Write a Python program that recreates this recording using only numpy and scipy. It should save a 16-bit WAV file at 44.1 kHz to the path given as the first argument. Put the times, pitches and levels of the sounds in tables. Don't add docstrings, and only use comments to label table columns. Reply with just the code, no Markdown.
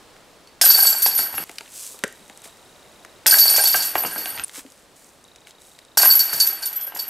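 import sys
import numpy as np
from scipy import signal
from scipy.fft import rfft, irfft, next_fast_len
from scipy.io import wavfile
from scipy.ndimage import uniform_filter1d

SR = 44100
rng = np.random.default_rng(int(sys.argv[2]) if len(sys.argv) > 2 else 0)


def rack_gain(trim_db):
    fader = np.asarray(trim_db, float)
    return 10 ** (fader / 20)


def transcribe(signal):
    frames = np.atleast_2d(signal).T
    limited = np.clip(frames, -1, 1)
    pcm = np.round(limited * 32767).astype(np.int16)
    wavfile.write(sys.argv[1], SR, pcm)


N = 313065


def rms_one(x):
    return x / np.sqrt(np.mean(x ** 2) + 1e-20)


def at_hz(points, hz):
    point_hz, point_db = np.array(points).T
    return np.interp(np.log(hz), np.log(point_hz), point_db)


def coloured(x, points):
    size = next_fast_len(N)
    hz = np.maximum(np.arange(size // 2 + 1) * SR / size, 1)
    return rms_one(irfft(rfft(x, size) * rack_gain(at_hz(points, hz)), size)[:N])


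def band(x, low_hz, high_hz):
    sos = signal.butter(2, [low_hz, min(high_hz, .45 * SR)], "band", fs=SR, output="sos")
    return signal.sosfilt(sos, x)


def ring(clicks, hz, t60):
    r = rack_gain(-60 / (t60 * SR))
    w = 2 * np.pi * hz / SR
    return signal.lfilter([0, np.sin(w)], [1, -2 * r * np.cos(w), r * r], clicks + 1e-18)


def grains(per_s, uneven_db):
    sizes = rack_gain(uneven_db * np.minimum(rng.exponential(1, N), 5)) * rng.choice([-1, 1], N)
    return rms_one(sizes * (rng.random(N) < per_s / SR))


def add(track, s, burst):
    at = round(s * SR)
    track[at:at + len(burst)] += burst[:N - at]


def dying(t60):
    return rack_gain(-60 * np.arange(int(t60 * SR) + 2) / (t60 * SR))


def snap(hz, width, t60, level_db, solid=0):
    fall = dying(t60)
    burst = rng.standard_normal(9000)[:len(fall)] * fall[:9000]
    burst = np.r_[solid, burst, np.zeros(200)]
    burst = band(burst, hz / width, hz * width)
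    burst = band(burst, hz / width / 1.3, hz * width * 1.3)
    return rack_gain(level_db) * burst / np.abs(burst).max()


CUTS_S = [1.44, 4.447]
# hum_db, hum_fall_db_per_s, bright_swish_db, dull_swish_db, settling_s
VIEWS = [
    (-50, 4, -63, -61.5, 0.7),
    (-54, -2, -52, -46, 2.27),
    (-54, 0.5, -51, -50.5, 0.55),
]


def by_view():
    t, starts = np.arange(N) / SR, np.r_[0, CUTS_S]
    view = np.searchsorted(starts, t, "right") - 1
    return t - starts[view], *np.array(VIEWS)[view].T


# pitch_hz, level_db per Hz
WOOD_COLOUR = [(12, -33.5), (20, 3.5), (81, 2), (520, 7), (897, 3), (2500, -4.5), (4300, -5),
               (16000, -22.5)]
# pitch_hz, likeness 0 to 1
LIKENESS = [(25, .15), (60, .45), (125, 0.58), (300, 0.86), (1000, 0.85), (16000, 0.7)]


def wood():
    size = next_fast_len(N)
    hz = np.maximum(np.arange(size // 2 + 1) * SR / size, 1)
    alike = np.clip(at_hz(LIKENESS, hz), 0, 1)
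    mid, side = (coloured(rng.standard_normal(N), WOOD_COLOUR) for _ in range(2))
    side = irfft(rfft(side, size) * np.sqrt((1 - alike) / (1 + alike)), size)[:N]
    since, hum_db, fall_db_per_s, *_ = by_view()
    hum = rack_gain(np.maximum(hum_db - fall_db_per_s * since, -57))
    return hum * np.array([mid + side, mid - side])


# pitch_hz, level_db
CLOTH_COLOUR = [(1500, -24.5), (2500, -6.5), (5000, 0), (8000, 7), (11000, 1.5), (13500, -2.5),
                (16000, -10)]
# start_s, peak_s, end_s, bright_db, dull_db
SWEEPS = [(1.643, 1.826, 2.05, -37.5, -73), (2.427, 2.443, 2.54, -48, -41.5),
          (4.5, 4.578, 4.64, -38.5, -35), (4.957, 4.95, 5.32, -57.5, -83), (5.455, 5.476, 5.54, -55.5, -48),
          (5.566, 5.625, 5.9, -56, -77)]


def swish():
    since, _, _, bright_db, dull_db, settle_s = by_view()
    left = np.clip(1 - since / settle_s, 0, 1)
    rest_bright_db, rest_dull_db = -65.5, -64
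    bright = rack_gain(rest_bright_db + left * (bright_db - rest_bright_db))
    dull = rack_gain(rest_dull_db + left * (dull_db - rest_dull_db))
    for start, peak, end, bright_db, dull_db in SWEEPS:
        phase = np.interp(np.arange(N) / SR, [start, peak, end], [0, np.pi / 2, np.pi])
        swell = np.sin(phase) ** 3.3
        bright = bright + rack_gain(bright_db) * swell
        dull = dull + rack_gain(dull_db) * swell
    cloth = coloured(grains(16000, uneven_db=4.5), CLOTH_COLOUR)
    litter = rms_one(band(grains(6200, uneven_db=5.0), 830, 3740))
    return rack_gain(1.0) * bright * cloth + rack_gain(-8.5) * dull * litter


# start_s, peak_db, pitch_hz
TWIGS = [(0.1652, -30.5, 1800), (0.4735, -29.5, 4700), (1.4945, -18, 1660), (1.514, -20.5, 8100),
         (1.584, -7.5, 2870), (1.6082, -18, 1740), (1.66, -25.5, 2540), (1.99, -19.5, 10400),
         (2.0377, -0.5, 1520), (1.558, -26, 6050), (1.678, -27, 2530), (4.7207, -27, 6560),
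         (5.2792, -34.5, 8000), (2.2979, -21.5, 2000), (2.4443, -23.5, 8010), (3.049, -20, 1470),
         (4.481, -20, 8380), (4.495, -20.5, 2220), (4.6636, -29.5, 2550), (5.3602, -23, 4430),
         (5.471, -24.5, 2200), (5.5083, -26, 3830), (5.7894, -23, 3070)]
# start_s, peak_db
LEAVES = [(2.045, -24), (2.0785, -23), (2.1257, -27), (2.28, -31), (2.375, -26), (2.419, -27), (2.571, -35),
          (4.632, -36), (4.702, -33), (4.778, -36), (4.965, -37), (5.091, -36.5), (5.045, -31),
          (5.2413, -32.5), (5.406, -38.5), (5.6191, -34), (5.7648, -44.5), (5.85, -34)]
# start_s, peak_db, pitch_hz
STEPS = [(1.494, -39.5, 760), (1.607, -41, 880), (1.942, -45.5, 980), (2.036, -33.5, 534),
         (2.2, -49.5, 207), (2.297, -43, 840), (2.455, -42.5, 630), (3.049, -50, 1040), (4.576, -41.5, 284),
         (4.649, -41.5, 295), (2.038, -22.5, 1620)]


def underfoot():
    out = np.zeros(N)
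    for s, level_db, hz in TWIGS:
        add(out, s, snap(hz, width=1.63, t60=0.024, level_db=level_db - 7.5, solid=10.8))
        add(out, s, snap(4500, width=2.3, t60=0.013, level_db=level_db - 12.0))
    for s, level_db in LEAVES:
        leaf_hz = 9900 + 142 * (level_db + 15.0)
        add(out, s, snap(leaf_hz, width=1.32, t60=0.0028, level_db=level_db - 2.5))
    for s, level_db, hz in STEPS:
        add(out, s, snap(hz, width=1.15, t60=0.1, level_db=level_db - 0.5))
        add(out, s, snap(330, width=1.74, t60=0.035, level_db=level_db + 3.5))
    return out


def trunks(x, level_db, t60):
    length = int(.6 * SR)
    fall = dying(t60 + 0.8)[:length] ** ((t60 + 0.5) / t60)
    tail = band(rng.standard_normal(length) * fall, 250, 9000)
    tail = np.r_[np.zeros(500), tail]
    return rack_gain(level_db) * signal.fftconvolve(x, tail / np.sqrt(np.sum(tail ** 2)))[:N]


# time_s, level_db
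SWING = [
    [(.62, -24.5), (.8, -13), (.95, -23.5), (1.12, -29), (1.22, -21.5), (1.3, -37.5), (1.44, -30.5)],
    [(3.27, -16.5), (3.46, -15), (3.7, -22), (3.85, -21.5), (3.93, -33), (4.1, -33), (4.3, -30.5),
     (4.44, -43.5)],
    [(5.98, -17.5), (6.15, -22.5), (6.27, -27), (6.45, -25), (6.6, -39.5), (6.72, -43), (6.92, -54.5),
     (7.09, -39.5)],
]


def gains_in_time(level_db, share):
    rows = [[(throw[0][0] - .004, -99), *throw, (throw[-1][0] + .019, -99)] for throw in SWING]
    swing_db = np.interp(np.arange(N) / SR, *np.vstack(rows).T)
    return rack_gain(level_db + share * (swing_db + 20)) * (swing_db > -70)


def links(families, jangle, clash_s, clash_db, jangle_db, clash_lift_db, damping, run_s, count,
          scatter=1, touches=3):
    out = np.zeros(N)
    few = np.clip((clash_db - clash_db.max()) / 35 * scatter + 1, .3, 1)[:, None]
    for hz, spread_hz, level_db, t60 in families:
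        favour_db = scatter * rng.normal(0, 2.92, (len(clash_s), 1))
        for offset in np.linspace(-1.3, 1.3, count) + rng.normal(0, 0.13, count):
            at = rng.integers(0, N, 800)
            small_db = jangle_db + 2.84 * np.minimum(rng.exponential(1, 800), 4)
            small = jangle[at] * rack_gain(small_db) * rng.choice([-1, 1], 800)
            late = run_s * rng.exponential(1, (len(clash_s), touches))
            late[:, 0] *= .15
            share_db = rng.normal(0, 5.27, late.shape)
            mean_power = np.mean(rack_gain(share_db) ** 2, axis=1, keepdims=True)
            share_db -= (1 - scatter) * 10 * np.log10(mean_power)
            hard = rack_gain(clash_db[:, None] + clash_lift_db + share_db + favour_db)
            hard *= rng.choice([-1, 1], late.shape)
            hard *= (rng.random((len(clash_s), 1)) < few) / np.sqrt(few)
            when = np.minimum(((clash_s[:, None] + late) * SR).astype(int), N - 1)
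            clicks = np.bincount(np.r_[at, when.ravel()], np.r_[small, hard.ravel()], N)
            link_gain = rack_gain(level_db - 1.74 * offset ** 2)
            out += link_gain * ring(clicks, hz + offset * spread_hz, t60 * damping)
    return out


# start_s, ring_peak_db, rattle_db
CLASH_1 = [(0.6128, -2, -5), (0.6508, 1, -14), (0.68, 0.5, -31), (0.709, -1, -13.5), (0.736, -3, -36),
           (0.7873, -1, -33), (0.827, -12, -23), (0.8673, -1.5, -14.5), (0.9, -2.5, -33), (1.0197, -4, -21),
           (1.06, -11, -14), (1.149, -4, -30), (1.1787, -7.5, -25.5), (1.3267, -19, -48), (1.348, -16, -37)]
CLASH_2 = [(3.264, 2, -6), (3.3109, 1, -15), (3.333, 5.5, -35), (3.384, 2.5, -13.5), (3.4923, -7, -20),
           (3.526, -6, -40), (3.5604, -9, -15.5), (3.5878, -6, -24), (3.6366, -2, -17), (3.671, -2, -13.5),
           (3.724, -9, -27), (3.7559, -13, -17), (3.822, -24, -20), (3.9513, -12.5, -32), (3.98, -5.5, -30),
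           (4.0026, -18, -47), (4.061, -32, -27.5), (4.1266, -18, -60), (4.1778, -18, -31.5),
           (4.2062, -25, -64), (4.277, -20, -60), (4.395, -40, -48), (4.436, -27.5, -35)]
CLASH_3 = [(5.9719, 2, -8.5), (6.0188, -0.5, -14), (6.0498, 3.5, -21), (6.0716, 3.5, -38),
           (6.1112, 0, -19.5), (6.1516, 0, -27), (6.1912, -0.5, -16), (6.331, -28, -22.5),
           (6.3993, -4, -14.5), (6.4665, -9, -20.5), (6.624, -16, -27.5), (6.657, -12.5, -27.5),
           (6.7286, -13, -39), (6.757, -15, -37), (6.8094, -18, -35), (6.8677, -24, -42),
           (6.9475, -20.5, -34.5), (6.968, -20, -31.5), (6.9915, -12.5, -25.5), (7.0808, -17, -45)]
# pitch_hz, spread_hz, level_db, t60_s
HIGH_RING = [(11300, 50, -9, .15), (11660, 55, -4, .22), (11960, 60, 0, .25), (12620, 70, -4, .22),
             (12980, 90, -12, .15), (13400, 60, -15, .18), (13700, 70, -16, .2), (14600, 150, -21, .15)]
# pitch_hz, spread_hz, level_db, t60_s
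SIDE_RING = [(5200, 70, -3, .15), (5620, 90, -4, .15), (6490, 40, -1, .18), (7100, 90, -5, .15),
             (7840, 45, 0, .22), (8450, 150, -2, .12), (9960, 40, -3, .2), (10800, 70, -2, .18)]


def clashes():
    s, high_db, side_db = np.transpose(CLASH_1 + CLASH_2 + CLASH_3)
    high = gains_in_time(level_db=-19.0, share=1.0)
    side = gains_in_time(level_db=-27, share=1.0)
    out = links(HIGH_RING, high, s, high_db, jangle_db=-16.5, clash_lift_db=-27.0,
                damping=0.6, run_s=.012, count=8)
    out += links(SIDE_RING, side, s, side_db, jangle_db=-17.5, clash_lift_db=-26.5,
                 damping=0.31, run_s=0.0095, count=5)
    for at, level_db in zip(s, high_db):
        add(out, at, snap(9500, width=1.9, t60=.003, level_db=level_db - 13, solid=8))
    return out


# pitch_hz, level_db
RATTLE_COLOUR = [(1300, -28.5), (2200, -15.5), (4000, -5.5), (5000, 1), (7000, -3.5), (10500, -3.5),
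                 (12500, -3), (16000, -14.5)]


def rattle():
    size, knots = next_fast_len(N), np.arange(0, N + SR, int(.045 * SR))
    shares = rng.random((3, len(knots))) ** 2
    out = np.zeros(N)
    for share in shares / np.sqrt(np.sum(shares ** 2, axis=0)):
        fine = rng.standard_normal(size // 2 + 1)
        for _ in range(2):
            fine = uniform_filter1d(fine, int(40.0 * size / SR))
        touched = rfft(grains(4000, uneven_db=2.5), size) * rack_gain(4.5 * rms_one(fine))
        touched = irfft(touched, size)[:N]
        out += np.interp(np.arange(N), knots, share) * rms_one(touched)
    loudness = rack_gain(-5.5) * gains_in_time(level_db=-27, share=1.0)
    swell = dying(.12)
    swell = swell * np.minimum(np.arange(len(swell)) / 90, 1)
    for s, _, rattle_db in CLASH_1 + CLASH_2 + CLASH_3:
        add(loudness, s, rack_gain(rattle_db - 2.0) * swell)
    return loudness * coloured(out, RATTLE_COLOUR)


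# start_s, peak_db
POLE_1 = [(0.619, -14), (0.6705, -16), (0.7, -3), (0.741, -7.5), (0.8017, -13), (0.8642, -10), (0.927, -17),
          (1.0204, -23), (1.049, -15), (1.109, -19), (1.1975, -17.5)]
POLE_2 = [(3.265, -17.5), (3.309, -4.5), (3.3856, -12), (3.4098, -6), (3.4799, -5), (3.5481, -9),
          (3.621, -16), (3.654, -9.5), (3.7246, -9.5), (3.8045, -11), (3.9757, -23), (4.056, -21.5),
          (4.1867, -24.5)]
POLE_3 = [(5.975, -10), (6.0139, -11.5), (6.046, -16.5), (6.102, -5.5), (6.1364, -16), (6.1934, -9),
          (6.2935, -22), (6.3346, -22), (6.402, -6), (6.467, -26), (6.6264, -17.5), (6.9896, -17)]
# pitch_hz, spread_hz, level_db, t60_s
LOW_RING = [
    (4516, 9, 0, .22),
    (4610, 45, -5, .1),
    (5150, 420, -10, .06),
]


def pole_hits():
    t, thrown = np.arange(N) / SR, np.array([throw[0][0] for throw in SWING])
    latest = thrown[np.maximum(np.searchsorted(thrown, t) - 1, 0)]
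    reach = np.clip((t - latest) / 0.19, .35, 1)
    low = reach * gains_in_time(level_db=-30.5, share=1.33)
    s, pole_db = np.transpose(POLE_1 + POLE_2 + POLE_3)
    clear = links(LOW_RING[:1], low, s, 1.39 * pole_db, jangle_db=-8.0, clash_lift_db=-12.0,
                  damping=0.66, run_s=.004, count=7, scatter=0.14)
    chink = links(LOW_RING[1:], low, s, pole_db, jangle_db=-5.5, clash_lift_db=-12.0,
                  damping=0.74, run_s=.003, count=7, scatter=0.11)
    return band(clear + chink, 4040, 5500)


# start_s, peak_db
BROADSIDE = [(.642, -17), (.787, -38), (1.178, -20.5), (3.266, -29), (3.311, -21), (4.03, -33.5),
             (4.112, -34), (4.148, -36), (4.437, -31.5), (6.019, -19), (6.152, -32), (6.62, -32),
             (6.83, -40.5)]
# pitch_hz, spread_hz, level_db, t60_s
MID_RING = [(9240, 130, 0, .12)]


def broadside_slaps():
    side = gains_in_time(level_db=-27, share=1.0)
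    return links(MID_RING, side, *np.transpose(BROADSIDE), jangle_db=-9.0, clash_lift_db=-7.0,
                 damping=0.38, run_s=0.009, count=9)


# start_s, peak_db, pitch_hz
CLINK_1 = [(0.663, -12, 11740), (0.682, -12, 12020), (0.709, -16, 11630), (0.713, -15, 12620),
           (0.738, -17, 12020), (0.808, -16.5, 12660), (0.809, -19, 11900), (0.825, -8, 11840),
           (0.829, -13, 9220), (0.862, -13.5, 7840), (0.866, -11, 11750), (0.885, -14, 12620),
           (0.883, -13, 11400), (0.96, -34, 11970), (0.975, -30.5, 12620), (0.982, -32, 11630),
           (0.981, -28, 11970), (0.982, -13.5, 8970), (1.026, -14, 9100), (1.027, -16, 11670),
           (1.045, -16, 11850), (1.062, -16, 11280), (1.077, -14, 12400), (1.084, -15, 11360),
           (1.137, -17, 12400), (1.157, -24.5, 12020), (1.187, -13, 11570), (1.186, -16, 11840),
           (1.233, -22, 11970), (0.474, -49, 4500), (1.326, -28, 11930), (1.355, -31, 12660),
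           (1.363, -22, 11600), (1.376, -20, 11280), (0.925, -23, 7400)]
CLINK_2 = [(3.299, -9, 9100), (3.389, -21, 6500), (3.408, -24, 9220), (3.426, -14.5, 11970),
           (3.499, -11.5, 9200), (3.503, -12, 11900), (3.525, -11, 9200), (3.562, -10, 11930),
           (3.613, -7.5, 9220), (3.685, -12, 11670), (3.705, -21, 11860), (3.737, -23, 13800),
           (3.777, -22.5, 12300), (3.854, -29, 11800), (3.655, -20, 7940), (3.913, -39, 12620),
           (3.966, -22, 12660), (4.006, -28, 12660), (4.007, -17, 11970), (4.062, -27, 12000),
           (3.826, -29, 7150), (4.125, -28, 12000), (4.179, -26, 11400), (4.179, -27, 11640),
           (4.21, -25, 12020), (4.234, -35, 11930), (4.235, -28, 12660), (4.249, -24.5, 9420),
           (4.276, -31, 12500), (4.289, -30, 11670), (4.3, -24.5, 9300), (4.354, -28.5, 9260),
           (4.378, -37, 11900), (4.395, -34, 12200), (4.438, -22, 9250)]
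CLINK_3 = [(6.023, -18, 11970), (6.041, -14, 9260), (6.042, -25, 14640), (6.073, -6, 11800),
           (6.125, -10, 11760), (6.152, -11, 11840), (6.224, -19, 12660), (6.25, -20, 11930),
           (6.298, -32, 9200), (6.329, -19.5, 11700), (6.331, -35, 9500), (6.364, -25, 9300),
           (6.409, -13, 9100), (6.419, -12, 11400), (6.433, -13, 11670), (6.472, -16, 11930),
           (6.488, -24, 12580), (6.586, -35, 9300), (6.104, -19, 7790), (6.656, -19.5, 9200),
           (6.666, -20, 12020), (6.758, -16.5, 12000), (6.762, -32, 12600), (6.82, -21.5, 12000),
           (6.824, -30, 12530), (6.868, -24.5, 11550), (6.876, -33, 12660), (6.948, -32, 12580),
           (6.952, -40, 7300), (6.969, -35, 9300), (7, -29, 11670), (7.023, -25, 11930),
           (7.061, -31, 11930), (7.08, -24, 12620)]


def clinks():
    t60_s, rise_s, beat_hz = 0.14, 0.0019, 30
    out = np.zeros(N)
    for s, level_db, hz in CLINK_1 + CLINK_2 + CLINK_3:
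        fall = dying(t60_s * (.55 if 8000 < hz < 10000 else 1))
        t = np.arange(len(fall)) / SR
        twin, split, turn = rng.random(3)
        twin_hz = hz + beat_hz * (4 * split - 2)
        pair = np.sin(2 * np.pi * hz * t) + 0.7 * twin * np.sin(2 * np.pi * (twin_hz * t + turn))
        add(out, s - rise_s, rack_gain(level_db + 0.5) * pair * fall * (1 - np.exp(-t / rise_s)))
    return out


def chains():
    tuned = clashes() + pole_hits() + broadside_slaps() + clinks()
    return band(tuned, 1500, 19000) + rattle()


# start_s, peak_db, pitch_hz
KNOCK_1 = [(0.613, -8.5, 1880), (0.662, -12, 1530), (0.703, -15, 1360), (0.753, -19.5, 680),
           (0.79, -17.5, 970), (0.715, -29, 1190), (0.852, -17.5, 1120), (0.948, -24.5, 855),
           (1.062, -13, 870), (1.19, -15.5, 1620), (1.332, -27, 890), (1.341, -24, 810),
           (1.381, -14.5, 1440)]
KNOCK_2 = [(3.261, -5.5, 1550), (3.321, -17, 1490), (3.342, -6.5, 1490), (3.456, -18.5, 790),
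           (3.496, -28, 1540), (3.516, -24, 770), (3.54, -23, 1670), (3.562, -18.5, 990), (3.582, -13, 704),
           (3.64, -18.5, 786), (3.7438, -7.5, 1250), (3.9551, -5.5, 850), (4.037, -17.5, 820),
           (4.049, -15.5, 940), (4.16, -22, 834), (4.258, -13.5, 2860), (4.377, -18.5, 1960),
           (4.385, -21, 2980), (4.3966, -13.5, 2700)]
KNOCK_3 = [(5.973, -12, 1030), (6, -16, 1580), (6.017, -19, 1000), (6.033, -10.5, 960), (6.041, -13, 980),
           (6.057, -10.5, 1000), (6.093, -21.5, 1110), (6.151, -22.5, 1310), (6.296, -31, 860),
           (6.33, -22, 1390), (6.629, -27.5, 1550), (6.792, -30, 2920), (6.875, -33, 660),
           (6.922, -29, 925), (6.963, -23.5, 880)]
# pitch_hz, spread_hz, level_db, t60_s
BASKET_RING = [(346, 56, -9.5, 0.08), (704, 38, -8, 0.027), (825, 87, 1, 0.047), (1100, 29, -8.5, 0.031),
               (1337, 64, -5.5, 0.12), (1580, 40, 3, 0.064), (1880, 43, -2, 0.066), (2293, 62, -3.5, 0.043),
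               (2843, 130, -1, 0.043), (3320, 56, -9.5, 0.076)]
# start_s, peak_db
WIRE_1 = [(0.6133, -20.5), (0.6357, -14.5), (0.6642, -24), (0.7525, -27), (0.7784, -18), (0.8283, -19.5),
          (0.8717, -25), (0.9261, -26), (1.0274, -39), (1.0613, -23), (1.188, -23)]
WIRE_2 = [(3.2618, -16.5), (3.2977, -26), (3.3257, -14.5), (3.3696, -21), (3.4569, -36.5), (3.4983, -24.5),
          (3.5402, -20.5), (3.5896, -12), (3.6674, -24), (3.7432, -14.5), (3.9547, -33), (4.0121, -37.5),
          (4.1184, -26), (4.1608, -28), (4.2575, -31)]
WIRE_3 = [(5.9728, -16), (6.0017, -19), (6.0327, -15.5), (6.0676, -27), (6.0955, -30), (6.1504, -36),
          (6.1983, -29), (6.2247, -43), (6.3305, -24.5), (6.3998, -36), (6.5041, -38), (6.6303, -31.5)]
# pitch_hz, spread_hz, level_db, t60_s
WIRE_RING = [
    (1582, 22, -0.5, 0.092),
    (740, 60, -4, 0.052),
]


def basket():
    tremble = gains_in_time(level_db=-35.5, share=0.32)
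    s, knock_db, pitch = np.transpose(KNOCK_1 + KNOCK_2 + KNOCK_3)
    body_db = knock_db - 5.1 * np.log2(np.maximum(pitch / 1500, 1))
    out = links(BASKET_RING, tremble, s, body_db, jangle_db=-13, clash_lift_db=-31.0,
                damping=0.91, run_s=0.0037, count=4)
    out += links(WIRE_RING, tremble, *np.transpose(WIRE_1 + WIRE_2 + WIRE_3), jangle_db=-22.5,
                 clash_lift_db=-9.5, damping=0.8, run_s=.005, count=3, scatter=0.16)
    out += rack_gain(-5.5) * tremble * rms_one(band(grains(2900, uneven_db=3.5), 610, 3500))
    out = band(band(out, 130, 9000), 170, 12000)
    for at, level_db, hz in zip(s, knock_db, pitch):
        add(out, at, snap(hz, width=1.264, t60=0.015, level_db=level_db - 6, solid=8.3))
        snap_hz = max(hz, np.sqrt(1150 * hz))
        add(out, at, snap(snap_hz, width=2.31, t60=0.0058, level_db=level_db + 1.0, solid=12))
    return out


# start_s, peak_db, pitch_hz
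THUMPS = [(1.061, -39, 147), (1.381, -36, 231), (3.579, -46, 167), (3.741, -40, 106), (3.95, -39, 98.1),
          (4.039, -28, 260), (4.157, -32, 300), (6.939, -37, 403), (1.327, -40, 149), (1.195, -37, 230),
          (4.0, -36, 435), (4.381, -44, 111), (6.332, -35, 268)]


def thumps():
    out = np.zeros(N)
    for s, level_db, hz in THUMPS:
        add(out, s, snap(hz, width=2.26, t60=0.28, level_db=level_db))
    return out


# first_tick_s, end_s, peak_db
LENS = [
    (1.894, 3.19, -48),
    (5.251, 5.97, -47),
]


def lens_motor():
    out, t = np.zeros(N), np.arange(300) / SR
    blip = np.hanning(len(t)) * np.sin(2 * np.pi * 3800 * t)
    for first, end, level_db in LENS:
        for s in np.arange(first, end, 1 / 29.97):
            add(out, s - .003, rack_gain(level_db + rng.normal(0, 1.1)) * blip)
    return out


def bird():
    start_s, length_s, level_db, pitch_hz, drop_hz = 6.72, .19, -48, 3290, 160
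    out, t = np.zeros(N), np.arange(int(length_s * SR)) / SR
    hz = pitch_hz + drop_hz * np.exp(-(t / 0.031) ** 2)
    note = np.sqrt(np.hanning(len(t))) * np.sin(2 * np.pi * np.cumsum(hz) / SR)
    add(out, start_s, rack_gain(level_db) * note)
    return out


# pitch_hz, side_db against mid
SIDE_COLOUR = [(100, -16), (400, -47.5), (1900, -25.5), (4000, -31), (8000, -27), (13000, -27.5)]


def ports(near, ground):
    taps = np.exp(2j * np.pi * rng.random(257)) * rack_gain(at_hz(SIDE_COLOUR, np.linspace(1, SR / 2, 257)))
    side = signal.fftconvolve(near, irfft(taps))[:N] + rack_gain(-21) * ground
    return np.array([near + side, near - side])


def scene():
    t = np.arange(N) / SR
    near = chains() + basket() + thumps()
    near = near + trunks(near, level_db=-12.5, t60=0.24)
    for cut_s in CUTS_S:
        near = near * ((t < cut_s) | (t > cut_s + .8))
    ground = underfoot()
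    near = near + ground + trunks(ground, level_db=-18.5, t60=0.26)
    near = near + swish() + lens_motor() + bird()
    return ports(near, ground) + wood()


def band_limit(x):
    return signal.sosfilt(signal.butter(12, 16430, fs=SR, output="sos"), x)


def record(dry):
    x = np.tanh(dry / 1.4) * 1.4
    x = signal.sosfilt(signal.cheby2(14, 45, 16150, fs=SR, output="sos"), x)
    mix = np.clip(x, -1, 1)
    return band_limit(mix)


dry = scene()
out = record(dry)
transcribe(out)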